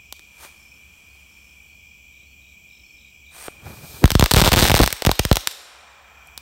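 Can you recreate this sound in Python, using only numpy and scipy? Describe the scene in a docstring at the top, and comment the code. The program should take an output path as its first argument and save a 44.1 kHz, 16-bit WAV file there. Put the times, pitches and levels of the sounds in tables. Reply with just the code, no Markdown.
"""Ground firework among crickets

A crackling firework on a gravel drive at night, with crickets all round. The fuse spits and smoulders;
the charge catches and flares, then its stars explode in a dense volley of cracks. The blasts overload
the microphone, whose bass rings after them, and gain control ducks the crickets."""
import sys
import numpy as np
from scipy import signal
from scipy.fft import rfft, irfft, next_fast_len
from scipy.io import wavfile
from scipy.ndimage import uniform_filter1d, minimum_filter1d

SR = 44100
rng = np.random.default_rng(int(sys.argv[2]) if len(sys.argv) > 2 else 0)


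def transcribe(u):
    """Save the signal u as a 16-bit wav file named by the first command-line argument.

    u: samples, shape (n,) or (channels, n), limited to [-1, 1]; the rate is SR.
    q: integer samples, one column per channel.
    """
    v = np.clip(np.atleast_2d(u).T, -1, 1)
    q = np.round(v * 32767).astype(np.int16)
    wavfile.write(sys.argv[1], SR, q)


N = 282681
TIME = np.arange(N) / SR


def gain_of(db):
    """Decibels to gain."""
    return 10 ** (np.asarray(db) / 20)


def unit_rms(x):
    """Scale to rms 1."""
    return x / np.sqrt(np.mean(x ** 2) + 1e-20)


def at_hz(points, hz):
    """Interpolate a table on a log-frequency axis."""
    points_hz, value = np.transpose(points)
    return np.interp(np.log(hz + 1), np.log(points_hz + 1), value)


def add(mix, start_s, sound):
    """Mix a sound in at start_s."""
    part = mix[max(round(start_s * SR), 0):][:len(sound)]
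    part += sound[:len(part)]


def noise(colour):
    """Noise of rms 1 with the given spectrum."""
    shape = gain_of(at_hz(colour, np.fft.rfftfreq(N, 1 / SR)))
    return unit_rms(irfft(rfft(rng.standard_normal(N)) * shape, N))


def envelope(rows, column=1):
    """Smoothed gain curve from one dB column, silent outside its span."""
    rows = np.array(rows)
    return uniform_filter1d(gain_of(np.interp(TIME, rows[:, 0], rows[:, column], -120, -120)), size=300)


def swell(peak_s, rise_db_per_s, fall_db_per_s):
    """Gain that climbs to 1 at peak_s and dies away."""
    return gain_of(np.minimum(rise_db_per_s * (TIME - peak_s), fall_db_per_s * (peak_s - TIME)))


def wander(per_s):
    """Smooth random curve of rms 1."""
    return unit_rms(signal.resample(rng.standard_normal(int(per_s * N / SR) + 2), N))


def minimum_phase(db):
    """Spectrum of the quickest-starting filter with this gain."""
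    log_gain = np.log(gain_of(np.r_[db, db[-2:0:-1]]))
    return np.exp(np.conj(signal.hilbert(log_gain)))[:len(db)]


def night_air(level_db=-55.5):
    """Distant rumble and still air."""
    # air spectrum: (frequency [Hz], level [dB])
    colour = [(20, -22), (45, -14.5), (68, 3), (100, -15), (200, -15), (400, -25.5), (900, -29),
              (1700, -35), (4500, -31), (9000, -37), (12500, -31), (15500, -30.5)]
    return gain_of(level_db) * noise(colour)


def wings(t, pitch_hz, sag_hz, per_s):
    """Each wing stroke sings one tone pulse that sags in pitch."""
    stroke = (t * per_s) % 1
    hz = pitch_hz + sag_hz * (.5 - stroke)
    return np.sin(np.pi * stroke) ** 2 * np.sin(2 * np.pi * np.cumsum(hz) / SR)


def far_insects(sag_hz=110, drift_hz=18, drift_s=0.0037, blur=0.62, count=7):
    """Choruses, each voice at its own pitch and pace, blurred by distance."""
    # choruses: (pitch [Hz], pitch spread [Hz], level [dB], pulse rate [1/s])
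    choruses = [(2404, 70, -51, 43), (2876, 100, -65.5, 70), (3233, 110, -63.5, 40), (5800, 280, -66, 60),
                (7440, 360, -65.5, 82)]
    out, hz = np.zeros(N), np.fft.rfftfreq(N, 1 / SR)
    shared_drift = wander(12)
    for centre_hz, spread_hz, db, per_s in choruses:
        voices = np.zeros(N)
        for place in np.linspace(-1, 1, count):
            drift = np.roll(shared_drift, rng.integers(N))
            pitch_hz = centre_hz + spread_hz * place + drift_hz * drift
            clock_s = TIME + rng.random() + drift_s * drift
            voices += wings(clock_s, pitch_hz, sag_hz, per_s * rng.uniform(.8, 1.2))
        band = 1 / (1 + ((hz - centre_hz) / (1.89 * spread_hz)) ** 4)
        haze = irfft(rfft(rng.standard_normal(N)) * band, N)
        out += gain_of(db) * unit_rms((1 - blur) * unit_rms(voices) + blur * unit_rms(haze))
    return out


def song(length_s, pitch_hz, sag_hz, per_s, rasp, rise_hz=70, grit_per_s=900):
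    """One run of rasping wing strokes that creeps up in pitch."""
    t = np.arange(0, length_s, 1 / SR)
    grit = unit_rms(signal.resample(rng.standard_normal(int(grit_per_s * length_s) + 2), len(t)))
    hz = pitch_hz + rise_hz * (t / t[-1] - .5) + sag_hz * rasp * grit
    return unit_rms(wings(t, hz, sag_hz, per_s) * signal.windows.tukey(len(t), .5))


def near_crickets(leaves_db=-8, leaves_t60_s=0.24):
    """Single insects trill and chirp, smeared by foliage."""
    # trills: (start [s], end [s], pitch [Hz], pulse rate [1/s], level [dB])
    trills = [(0, .14, 5300, 50, -69), (0.536, .82, 5350, 36, -64.5), (1.02, 1.26, 5060, 50, -72),
              (1.243, 1.614, 5340, 46, -68), (1.7, 2.02, 5200, 49, -72), (2.636, 3.075, 5350, 46, -64),
              (2.92, 3.25, 5100, 45, -73)]
    # steady chirpers: (start [s], end [s], period [s], chirp length [s], pitch [Hz], sag per pulse [Hz],
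    # pulse rate [1/s], rasp [0-1], level [dB], growth [dB/s])
    chirpers = [ (2.105, 3.35, .282, .175, 3800, 480, 42, 0.26, -67.5, 5.5),
                (.5, 3.0, .585, .09, 4370, 450, 24, .05, -72, 1.5), ]
    out = np.zeros(N)
    for start_s, end_s, pitch_hz, per_s, db in trills:
        add(out, start_s, gain_of(db) * song(end_s - start_s, pitch_hz, sag_hz=110, per_s=per_s, rasp=.8))
    for start_s, end_s, period_s, length_s, pitch_hz, sag_hz, per_s, rasp, db, db_per_s in chirpers:
        for at_s in np.arange(start_s, end_s, period_s):
            chirp = song(length_s, pitch_hz, sag_hz, per_s, rasp)
            add(out, at_s, gain_of(db + db_per_s * (at_s - start_s)) * chirp)
    t = np.arange(SR // 4) / SR
    leaves = rng.standard_normal(len(t)) * gain_of(-60 * t / leaves_t60_s)
    smear = signal.fftconvolve(out, leaves / np.linalg.norm(leaves))[:N]
    return (out + gain_of(leaves_db) * smear) / np.hypot(1, gain_of(leaves_db))


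def surroundings(x, near_db=-17, near_t60_s=0.54, far_db=-21, echo_width_s=0.0075):
    """Near ground scatters briefly, a few things echo, far trees give a long thin tail."""
    # scatter off gravel and trees: (frequency [Hz], gain [dB])
    colour = [(60, -38.5), (300, -15), (800, -9.5), (2000, -1), (4500, 3.5), (8000, 2), (15000, -0.5)]
    # decay of the far tail: (frequency [Hz], T60 [s])
    far_t60 = [(200, .7), (1000, 3.04), (4000, 1.14), (8000, 1.14), (15000, 0.37)]
    # distinct echoes: (delay [s], level [dB])
    echoes = [(0.037, -20), (.047, -40)]
    t = np.arange(2 * SR) / SR
    hz, frame_s, spectra = signal.stft(rng.standard_normal(len(t)), SR, nperseg=256)
    spectra *= gain_of(-60 * frame_s / at_hz(far_t60, hz)[:, None])
    far = signal.istft(spectra, SR, nperseg=256)[1][:len(t)]
    near = rng.standard_normal(len(t)) * gain_of(-60 * t / near_t60_s)
    parts = [(far_db, far), (near_db, near)]
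    for delay_s, db in echoes:
        decay = (t > delay_s) * np.exp(-abs(t - delay_s) / echo_width_s)
        parts.append((db, rng.standard_normal(len(t)) * decay))
    tail = sum(gain_of(db) * part / np.linalg.norm(part) for db, part in parts)
    tail = irfft(rfft(tail) * minimum_phase(at_hz(colour, np.fft.rfftfreq(len(t), 1 / SR))))
    return signal.fftconvolve(x, tail)[:N]


def fuse(spit_s=.44, spit_db=-40, catch_s=3.3, catch_rise_s=.06, choke_s=3.476, catch_db=-39.5):
    """Sputtering gas: one spit, a smoulder, then a whistling swell as the flame enters the casing."""
    # gas spectrum: (frequency [Hz], level [dB])
    gas_colour = [(150, -15.5), (500, -3.5), (1000, 1), (1600, -2), (2800, -5), (5000, -6), (7600, -6),
                  (9000, -2.5), (10500, -3), (15500, -12)]
    # whistle spectrum: (frequency [Hz], level [dB])
    whistle_colour = [(7400, -45), (8200, -3), (8650, 0), (9300, -4.5), (10000, -39)]
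    # smouldering hiss: (time [s], level [dB])
    smoulder = [(0, -71), (1.0, -62), (1.35, -62), (1.7, -66), (2.1, -88)]
    burst = swell(spit_s, rise_db_per_s=224, fall_db_per_s=290)
    after_hiss = gain_of(-11) * swell(spit_s, rise_db_per_s=224, fall_db_per_s=100)
    spit = gain_of(spit_db) * np.maximum(burst, after_hiss)
    onset = np.clip((TIME - catch_s) / catch_rise_s, 0, 1)
    catch = gain_of(catch_db) * onset * swell(choke_s, rise_db_per_s=41, fall_db_per_s=800)
    whistle = gain_of(-6) * catch * noise(whistle_colour)
    gas = (spit + catch + envelope(smoulder)) * noise(gas_colour)
    sputter_db = 1.5 * wander(300)
    return (gas + whistle) * gain_of(sputter_db)


def flare(jet_trim_db=1, flutter_db=2):
    """The charge burns with a hissing jet and a fluttering flame."""
    # flare-up: (time [s], jet level [dB], roar level [dB])
    levels = [(3.5, -62.5, -58.5), (3.612, -61.5, -50.5), (3.666, -48, -38.5), (3.81, -48.5, -45.5),
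              (3.87, -43.5, -45), (3.97, -42.5, -44.5), (4.035, -44, -45)]
    # jet spectrum: (frequency [Hz], level [dB])
    jet_colour = [(800, -11), (2000, -10.5), (4000, 5), (7000, 1.5), (9000, 4.5), (13000, 4), (16000, 0.5)]
    # flame spectrum: (frequency [Hz], level [dB])
    roar_colour = [(30, -18.5), (70, -0.5), (130, 0.5), (300, -10), (700, -12), (1400, -17.5), (3000, -30),
                   (8000, -50)]
    jet = gain_of(jet_trim_db) * envelope(levels) * noise(jet_colour)
    roar = envelope(levels, column=2) * noise(roar_colour) * gain_of(flutter_db * wander(60))
    return jet + roar


def casing_tear(peak_s=4.04, peak_db=-18):
    """The casing tears open just before the first bang."""
    # tear spectrum: (frequency [Hz], level [dB])
    colour = [(60, -19), (200, -3.5), (420, -2), (700, -13.5), (2000, -28), (8000, -45)]
    return gain_of(peak_db) * swell(peak_s, rise_db_per_s=1000, fall_db_per_s=1501) * noise(colour)


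def crack(tilt_db_per_oct, lag_turns=.6, spray_s=0.0025, spray=0.074, bounce=0.43, size=2048):
    """A shock, its ground bounce and a brief spray from the gravel; energy 1."""
    # crack spectrum: (frequency [Hz], level [dB])
    colour = [(100, -11), (350, -1.5), (900, 2.5), (2000, -3), (4000, -1), (5500, -5.5), (7400, -8.5),
              (8700, -6.5), (13000, -10), (16000, -10.5)]
    t, hz = np.arange(size) / SR, np.fft.rfftfreq(size, 1 / SR)
    blast = spray * rng.standard_normal(size) * np.exp(-t / spray_s)
    blast[0] += 1
    blast[round(rng.uniform(.0002, .0006) * SR)] += bounce
    colour_db = at_hz(colour, hz) + tilt_db_per_oct * np.log2(np.clip(hz, 750, 9000) / 2000)
    travel_s = rng.uniform(.00005, .00015)
    lag = lag_turns * np.log(hz + 60) + hz * travel_s  # the microphone passes treble first, bass later
    wave = irfft(rfft(blast) * minimum_phase(colour_db) * np.exp(-2j * np.pi * lag))
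    wave *= signal.windows.tukey(2 * size, .5)[size:]
    return wave / np.linalg.norm(wave)


def thump(rest_hz=21, sweep_turns=0.52, rise_s=0.0017, ring_s=0.011, decay_power=0.94):
    """The microphone's bass cut spreads a pressure jump into a ring that falls quickly in pitch."""
    t = np.arange(SR // 10) / SR
    turns = rest_hz * t + sweep_turns * np.log1p(t / 0.00024) + rng.uniform(0.082, 0.36)
    return -np.cos(2 * np.pi * turns) * (1 - np.exp(-t / rise_s)) * np.exp(-(t / ring_s) ** decay_power)


def volley(fade_db_per_s=21, jitter=.8, tilt_db_per_oct=-0.47, bass_db=-27, small_per_s=130, small_db=7):
    """Stars burst unevenly in waves that weaken as they fly apart, with small ones in between."""
    # waves of stars: (start [s], end [s], pop rate [1/s], initial crack level [dB])
    waves = [(4.374, 4.402, 160, 23.5), (4.439, 4.493, 178, 21.5), (4.557, 4.615, 145, 21.5),
             (4.619, 4.687, 190, 21.5), (4.757, 4.845, 135, 20.5)]
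    out = np.zeros(N)
    for start_s, end_s, per_s, db in waves:
        for slot_s in np.arange(start_s, end_s, 1 / per_s):
            at_s = slot_s + jitter * rng.random() / per_s
            strength, brightness, weight = np.clip(rng.standard_normal(3), -2, 2)
            gain = gain_of(db - fade_db_per_s * (at_s - start_s) + 1.9 * strength)
            add(out, at_s, gain * crack(tilt_db_per_oct + brightness))
            add(out, at_s, gain * gain_of(bass_db + 4.5 * weight) * thump())
        for at_s in rng.uniform(start_s, end_s, round(small_per_s * (end_s - start_s))):
            strength, brightness = np.clip(rng.standard_normal(2), -2, 2)
            add(out, at_s, gain_of(small_db + 4 * strength) * crack(tilt_db_per_oct + brightness))
    return out


def loud_pops():
    """The pops that stand out, fuse ticks and bursting stars alike, each a crack and a thump."""
    # pops: (time [s], crack level [dB], tilt [dB/octave], thump level [dB])
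    pops = [(0.1253, -5, 2.3, -56), (0.194, -20, -0.5, -57), (0.4492, -18, -4, -65),
            (3.4818, -3, -9.5, -62), (4.041, 25, -4, 21.5), (4.0564, 21, 1, 4), (4.0778, 10, -1, -25),
            (4.1046, 22.5, 0, -12), (4.1175, 22, 3, 3.5), (4.1527, 23, -2.5, 14.5), (4.1956, 28, 2.5, 12),
            (4.21, 23.5, -1, -9), (4.225, 28, -5, 16), (4.2404, 23.5, 1, -1.5), (4.2599, 23, -1, -46),
            (4.3111, 26.5, 1, -33), (4.3152, 32.5, 0.5, -1.5), (4.3373, 29, 4, 13), (4.3453, 24, -2.5, -2),
            (4.3618, 24, -0.5, -6), (4.3656, 24, 2.5, 13.5), (4.3682, 25.5, -4.5, 7.5), (4.386, 22, 0.5, 8),
            (4.4045, 23.5, 1.5, -15), (4.4159, 29, -1.5, 9.5), (4.421, 24.5, -0.5, 13.5),
            (4.4486, 23, 1, -1), (4.46, 23.5, -2, -15), (4.4766, 28, -1.5, 9.5), (4.5184, 23, -1, 1),
            (4.5211, 24.5, -.5, 7.5), (4.531, 27, 1, -9), (4.5349, 24, -1.5, 11), (4.539, 28.5, -2, 6),
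            (4.548, 19, -3, .5), (4.5693, 18, -2, 11), (4.584, 22, 0, -9), (4.5895, 25, -1, 1),
            (4.5981, 24, 2, 3), (4.6251, 23.5, -2, 13.5), (4.6313, 24, -2, -12), (4.6411, 19.5, 1.5, -8),
            (4.654, 23.5, -1.5, -14.5), (4.6975, 25, -1.5, 5), (4.7046, 23, -2, 4), (4.7164, 25, -1, 8.5),
            (4.742, 26.5, -2.5, 9.5), (4.7511, 22, 0.5, -9), (4.7994, 19, -7, 12.5), (4.8023, 24, -7, 12.5),
            (4.8061, 24.5, -7, 11), (4.8158, 18, 6, 9), (4.8345, 25.5, -1.5, 7), (4.8617, 21, 3, -5.5),
            (4.876, 22.5, 0, -13.5), (4.905, 10.5, 0.5, -32.5), (4.9271, 23, 3, -11), (5.0217, 18, -1, -35),
            (5.0504, 20, -2, -20), (5.064, 23.5, 2, -3), (5.069, 24.5, -1.5, 14.5), (5.0926, 27, -7, 2),
            (5.115, 25.5, 0, -2), (5.1929, 21, 0, -47), (5.195, 24.5, -0.5, 6.5), (5.2513, 20, 0.5, 2.5),
            (5.314, 28.5, -5.5, 16), (5.3285, 22, 2, -17), (5.3569, 19.5, 2.5, -26), (5.369, 23.5, 0, -6),
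            (5.473, 25, 2, -30), (6.2724, -23, 15, -55), (6.3772, -5, 3, -54)]
    out = np.zeros(N)
    for at_s, crack_db, tilt_db_per_oct, thump_db in pops:
        add(out, at_s, gain_of(crack_db) * crack(tilt_db_per_oct))
        add(out, at_s, gain_of(thump_db) * thump())
    return out


def scene():
    """The firework and its echoes over the night."""
    night = far_insects() + near_crickets() + night_air()
    firework = fuse() + flare() + casing_tear() + loud_pops() + volley()
    return (firework + surroundings(firework) + night)[None]


def record(dry, notch_hz=10400, notch_width_hz=550, notch_db=-9, overload=6.15, recover_db_per_s=17):
    """The microphone port has a notch and overloads; gain control drops at once and recovers slowly."""
    size = next_fast_len(N // 2 + 1) * 2
    hz = np.fft.rfftfreq(size, 1 / SR)
    port = minimum_phase(notch_db / (1 + ((hz - notch_hz) / notch_width_hz) ** 2))
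    x = irfft(rfft(dry[0], size) * port)[:N]
    x = x / (1 + (x / overload) ** 4) ** (1 / 4)  # soft clip
    over_db = 20 * np.log10(abs(x) + 1e-9)
    recovery_db = TIME * recover_db_per_s
    duck_db = np.maximum(np.maximum.accumulate(over_db + recovery_db) - recovery_db, 0)
    x = x * gain_of(uniform_filter1d(minimum_filter1d(-duck_db, size=64), size=64))
    lowpass = signal.firwin(401, cutoff=15850, window=("kaiser", 8), fs=SR)
    return signal.oaconvolve(x, lowpass, "same")[None]


dry = scene()
out = record(dry)
transcribe(out)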